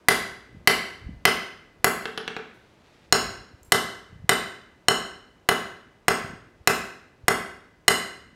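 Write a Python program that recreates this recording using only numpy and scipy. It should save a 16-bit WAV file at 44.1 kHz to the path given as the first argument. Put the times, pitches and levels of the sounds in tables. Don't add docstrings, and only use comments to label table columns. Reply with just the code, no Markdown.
import sys
import numpy as np
from scipy import signal
from scipy.io import wavfile

SR = 44100
rng = np.random.default_rng(int(sys.argv[2]) if len(sys.argv) > 2 else 0)


def put_to_file(sound):
    columns = np.atleast_2d(sound).T
    safe = np.clip(columns, -1, 1)
    whole_steps = np.round(safe * 32767)
    wavfile.write(sys.argv[1], SR, whole_steps.astype(np.int16))


def amplitude_ratio(level_db):
    exponent = np.asarray(level_db, float) / 20
    return 10 ** exponent


N = 368235


def rms_one(x):
    return x / np.sqrt(np.mean(x ** 2) + 1e-20)


def at_hz(points, hz):
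    table_hz, value = np.transpose(points)
    return np.interp(np.log(hz), np.log(table_hz), value)


def band(x, low_hz, high_hz):
    sos = signal.butter(2, [low_hz, min(high_hz, .45 * SR)], "band", fs=SR, output="sos")
    return signal.sosfilt(sos, x)


def mode(t, hz, level_db, t60_s):
    return amplitude_ratio(level_db - 60 * t / t60_s) * np.sin(2 * np.pi * hz * t)


def alternating(t, modes):
    return sum(mode(t, *m) * (-1) ** k for k, m in enumerate(modes))


def bell(t, s, level_db, spread_s):
    return amplitude_ratio(level_db) * np.exp(-((t - s) / spread_s) ** 2)


def add(out, s, sound):
    i = round(s * SR)
    out[i:i + len(sound)] += sound[:N - i]


def coloured(size, gain):
    white = rng.standard_normal((2, size))
    edges_hz = 25 * 2 ** np.arange(0, 9.7, 1 / 3)
    out = np.zeros(size)
    for k, (low_hz, high_hz) in enumerate(zip(edges_hz, edges_hz[1:])):
        out += gain(np.sqrt(low_hz * high_hz)) * band(white[k % 2], low_hz, high_hz)
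    return out


def spray(count):
    size, contact_db = SR // 20, 19.5
    grit = rng.standard_normal((count, 2, size))
    return grit + amplitude_ratio(contact_db) * (np.arange(size) == SR // 1500)


def burst(grit, low_hz, high_hz, level_db, t60_s):
    return band(grit, low_hz, high_hz) * amplitude_ratio(level_db - 60 * np.arange(len(grit)) / SR / t60_s)


# f/Hz, density/dB per Hz
FAN_COLOUR = [(18, -34.5), (30, -3.5), (59, -5), (384, -7.5), (735, -13), (2200, -22.5), (6200, -33),
              (15000, -46.5)]
# t/s, level/dB
FAN_LEVEL = [(0.0, -57.5), (8.35, -60)]


def fan():
    s, level_db = np.transpose(FAN_LEVEL)
    noise = coloured(N, lambda hz: amplitude_ratio(at_hz(FAN_COLOUR, hz)))
    return amplitude_ratio(np.interp(np.arange(N) / SR, s, level_db)) * rms_one(noise)


# f/Hz, level/dB, t60/s
THUD_MODES = [(180, -3, 0.017), (399, -7, 0.034), (711, 4.5, 0.014), (1072, -0.5, 0.017),
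              (1326, 1.5, 0.016), (1573, 1.5, 0.016), (1803, 5, 0.0068)]


def thud(t):
    return amplitude_ratio(-8.5) * alternating(t, THUD_MODES) * (1 - np.exp(-t / 0.00092))


# f/Hz, level/dB, t60/s
WAIST_MODES = [
    (2008, -1, 0.028),
    (2022, -17.5, 0.31),
]


def waist(t):
    return sum(mode(t, *m) for m in WAIST_MODES)


# multiple of lowest ring, level/dB, t60/s
BAR_MODES = [(1., 3.5, 0.024), (1.388, 9, 0.01), (1.801, 3, 0.022), (2.29, 6, 0.013), (2.811, 3, 0.019)]


def bar_ring(t, lowest_hz, bar_db, tilt_db, droop_db):
    scatter_db, linger_db, linger_t60_s = 1, -26.5, 0.2
    out = np.zeros(len(t))
    for k, (times, level_db, t60_s) in enumerate(BAR_MODES):
        shape_db = tilt_db * (k - 2) - droop_db * (k - 2) ** 2
        ring_db = bar_db + shape_db + level_db + 4.5 + scatter_db * rng.standard_normal()
        out += mode(t, lowest_hz * times, ring_db, t60_s)
        out += mode(t, lowest_hz * times, ring_db + linger_db, linger_t60_s)
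    return out


# f/Hz, level/dB, t60/s
HEAD_MODES = [(5300, -22.5, 0.1), (10450, -12, .14), (12300, -21.5, 0.13), (14500, -24.5, .2)]


def head_ring(t, hammer_db):
    scatter_db = 1
    out = np.zeros(len(t))
    for hz, level_db, t60_s in HEAD_MODES:
        out += mode(t, hz, hammer_db + level_db + scatter_db * rng.standard_normal(), t60_s)
    return out


# t/s, crack level/dB, clang level/dB, anvil waist level/dB, hammer level/dB
BLOWS = [(0.085, -13, -11, -14, -13.5), (0.674, -14.5, -9, -13, -13), (1.253, -15.5, -10, -15.5, -45),
         (1.844, -13.5, -16, -20.5, -26), (3.125, -17.5, -13, -26, -34), (3.721, -16, -11.5, -17, -13.5),
         (4.293, -19, -12, -18, -19), (4.884, -20, -30, -22.5, -21), (5.489, -21.5, -15.5, -20.5, -18.5),
         (6.082, -21, -13.5, -21.5, -21), (6.674, -16, -12, -20.5, -23), (7.282, -17.5, -15, -19, -45.5),
         (7.881, -14, -11, -16.5, -33)]
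# lowest ring f/Hz, level/dB, tilt/dB per mode, droop of outer modes/dB
GRIPS = [(3050, -32, -1.5, -2), (3062, -26.5, -6.5, 1.2), (3080, -29, -1, -.5), (3040, -22.5, -0.5, 1.5),
         (2993, -13.5, 0.25, 1.3), (3021, -20, -1.5, -1), (3028, -20.5, 0.2, -0.7),
         (2988, -19, -1.76, -0.3), (2980, -24, -3, 0.5), (2937, -24, -.3, 0), (2973, -19, -1.1, 1.2),
         (2960, -23.5, 1, 1), (2970, -15, -0.5, -0.4)]


def blows():
    out, t = np.zeros((2, N)), np.arange(SR) / SR
    rise = 1 - np.exp(-t / 0.00021)
    push, bend = thud(t), waist(t)
    send_db = np.array([0, -2.5, -5, 1.5])
    for blow, grip, grit in zip(BLOWS, GRIPS, spray(len(BLOWS))):
        s, crack_db, clang_db, waist_db, hammer_db = blow
        body = push + head_ring(t, hammer_db)
        spit = np.zeros(SR)
        spit[:SR // 20] += burst(grit[0], 7000, 14000, crack_db + 5.5, 0.024)
        spit[:SR // 20] += burst(grit[1], 2100, 5500, clang_db + 6.5, 0.025)
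        parts = np.array([body, bar_ring(t, *grip), amplitude_ratio(waist_db + 11) * bend, spit]) * rise
        add(out[0], s - .0004, parts.sum(axis=0))
        add(out[1], s - .0004, amplitude_ratio(send_db) @ parts)
    return out


def floor_echo(hits):
    out = np.zeros(N)
    add(out, .0041, amplitude_ratio(-6.5) * band(hits, 290, 4200))
    return out


# f/Hz, level/dB, t60/s
SHOP_MODES = [(178, -5.5, 0.53), (235.8, -4, 0.48), (393.6, 2, 0.28), (438.7, 1, 0.37), (760, -18, 0.5),
              (784, -14, 0.32), (960, -7.5, 0.59), (1142, -5.5, 0.46), (1253, -11.5, 0.4), (1328, -5, .39),
              (1477, -9, 0.65), (1528, -7.5, .46), (1582, -6, 0.18), (1690, -10, 0.18)]
# f/Hz, t60/s
SHOP_T60 = [(100, 0.067), (260, 0.73), (700, 0.48), (1840, 0.61), (4850, 0.53), (12800, 0.38)]
# f/Hz, density/dB per Hz
SHOP_COLOUR = [(60, 2.5), (200, 1.5), (500, 2), (1500, 1), (4000, -2.5), (9000, -3), (16000, -9)]
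# t/s, level/dB, spread/s
WALLS = [
    (.007, -6.5, 0.0022),
    (0.029, -4.5, 0.0083),
]


def shop(sent):
    build_s, early_db, late_gain_db, late_s, wall_hz = .02, -6, 8, .38, 3000
    t = np.arange(int(1.2 * SR)) / SR
    plain = np.tanh(t / build_s) * amplitude_ratio(early_db + late_gain_db * np.tanh(t / late_s / 2))
    walls = sum(bell(t, *wall) for wall in WALLS)

    def echo_gain(hz):
        decay = amplitude_ratio(at_hz(SHOP_COLOUR, hz) - 60 * t / at_hz(SHOP_T60, hz))
        return decay * (plain + walls / (1 + hz / wall_hz))

    diffuse = coloured(len(t), echo_gain)
    tones = amplitude_ratio(-17) * alternating(t, SHOP_MODES) * (plain + walls)
    return amplitude_ratio(-28.0) * signal.fftconvolve(sent, diffuse + tones)[:N]


# t/s, level/dB, spread/s
SWINGS = [(0.251, -57.5, 0.12), (0.579, -51, 0.059), (1.11, -42.5, 0.093), (2.57, -64, .05),
          (3.28, -50.5, 0.14), (3.81, -56.5, 0.063), (4.211, -52, 0.097), (6.33, -53, 0.13),
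          (6.79, -56.5, 0.082), (7.3, -79, .15), (8.3, -63.5, 0.11)]


def moving_air():
    still_db, blast_db, blast_t60_s = -70.5, -45.5, 0.81
    lumps = rms_one(band(rng.standard_normal(N), 2.7, 40))
    air = rms_one(band(rng.standard_normal(N), 45, 140))
    flow = amplitude_ratio(still_db) + sum(bell(np.arange(N) / SR, *swing) for swing in SWINGS)
    blast = amplitude_ratio(blast_db - 60 * np.arange(SR) / SR / blast_t60_s)
    for blow in BLOWS:
        add(flow, blow[0], blast)
    return flow * rms_one(air * amplitude_ratio(1.2 * lumps))


# t/s, level/dB, f/Hz
GUSTS = [(0.547, -42.5, 201), (0.569, -43, 117.4), (0.611, -47, 168), (0.643, -51, 199), (1.021, -57, 51.5),
         (1.046, -51, 94.2), (1.066, -34, 58), (1.09, -32.5, 178), (1.124, -43, 64.6), (1.168, -44, 49.6),
         (1.223, -49.5, 199), (1.8, -52.5, 83), (3.41, -48, 99), (3.542, -46, 86.4), (3.624, -53.5, 61.9),
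         (3.644, -57.5, 94.2), (3.683, -51, 75.4), (4.127, -44.5, 135), (4.159, -42.5, 126),
         (4.242, -35.5, 120.5), (6.199, -51, 188), (6.245, -35, 146), (6.3, -38.5, 180), (6.334, -37, 189),
         (6.61, -48, 81), (7.239, -42, 82.2), (8.328, -48.5, 180)]


def gusts():
    out, t = np.zeros(N), np.arange(-800, 800) / SR
    for s, level_db, hz in GUSTS:
        phase = rng.uniform(0, 2 * np.pi)
        push = bell(t, 0, level_db + 6.5, 0.48 / hz)
        add(out, s - .015, push * np.cos(2 * np.pi * hz * t + phase))
    return out


# t/s, knock level/dB, click level/dB, tick level/dB
TAPS = [
    (2.055, -20.5, -27.5, -52),
    (2.176, -20, -26, -39),
    (2.2777, -22, -26.5, -60),
    (2.365, -20.5, -32.5, -60),
]
# f/Hz, level/dB, t60/s
KNOCK = [(198, -8, 0.04), (432, -6.5, 0.045), (768, -3, 0.019), (1257, 2.5, 0.0065), (1710, -1, 0.0091)]
# f/Hz, level/dB, t60/s
FACE = [
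    [(5600, -56.5, .08)],
    [(10740, -44.5, 0.089), (10400, -60, .1), (12400, -64, .08)],
    [(14750, -61, .06), (5900, -43.5, .08)],
    [(14650, -64, .1), (7150, -67, 0.036)],
]


def taps():
    out, t = np.zeros(N), np.arange(SR // 2) / SR
    knock = alternating(t, KNOCK)
    for (s, knock_db, click_db, tick_db), rings, grit in zip(TAPS, FACE, spray(len(TAPS))):
        add(out, s + 0.00043, amplitude_ratio(knock_db - 3.5) * knock + sum(mode(t, *m) for m in rings))
        add(out, s, burst(grit[0], 1600, 3600, click_db + 11, 0.0295))
        add(out, s, burst(grit[1], 7000, 14000, tick_db, .012))
    return out


# t/s, length/s, level/dB
DRAGS = [
    (2.453, .3, -67),
    (2.854, .2, -63),
]


def drags():
    edge_s, grains_per_s = 0.076, 6000
    now, stroke = np.arange(N) / SR, np.zeros(N)
    grains = rng.standard_normal(N) * (rng.random(N) < grains_per_s / SR)
    for s, length_s, level_db in DRAGS:
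        inside_s = np.minimum(now - s, s + length_s - now)
        stroke += amplitude_ratio(level_db) * np.clip(inside_s / edge_s + 1, 0, 1)
    return stroke * rms_one(band(grains, 790, 3970))


# t/s, level/dB, rise/s, t60/s
SCALE = [
    (3.631, -44, .0005, .015),
    (3.646, -55, .002, .25),
    (2.535, -66, .01, .3),
    (7.305, -30, .0005, .02),
]


def scale():
    out, t = np.zeros(N), np.arange(SR // 2) / SR
    for s, level_db, rise_s, t60_s in SCALE:
        grit = rng.standard_normal(len(t))
        add(out, s, burst(grit, 6000, 14000, level_db, t60_s) * np.tanh(t / rise_s))
    return out


# t/s, f/Hz, level/dB, t60/s
CHIP = [
    (3.631, 7500, -50, 0.026),
    (3.631, 6500, -57.5, 0.046),
    (3.645, 7500, -63, 0.36),
    (3.645, 7540, -70, 0.34),
]


def chip():
    out, t = np.zeros(N), np.arange(SR // 2) / SR
    for s, *ring in CHIP:
        add(out, s, mode(t, *ring))
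    return out


def scene():
    hits, sent = blows() + taps()
    struck = hits + floor_echo(hits) + shop(sent)
    air = moving_air() + gusts()
    small = drags() + scale() + chip()
    return (fan() + struck + air + small)[None]


def top_cut(x):
    return signal.sosfilt(signal.butter(12, 17130, fs=SR, output="sos"), x)


def record(dry):
    low = signal.butter(1, 25, "high", fs=SR, output="sos")
    cut = signal.cheby2(10, 60, 17100, fs=SR, output="sos")
    heard = signal.sosfilt(np.vstack([low, cut]), dry)
    rounded = heard / (1 + (heard / .85) ** 4) ** .25
    return top_cut(rounded)


dry = scene()
out = record(dry)
put_to_file(out)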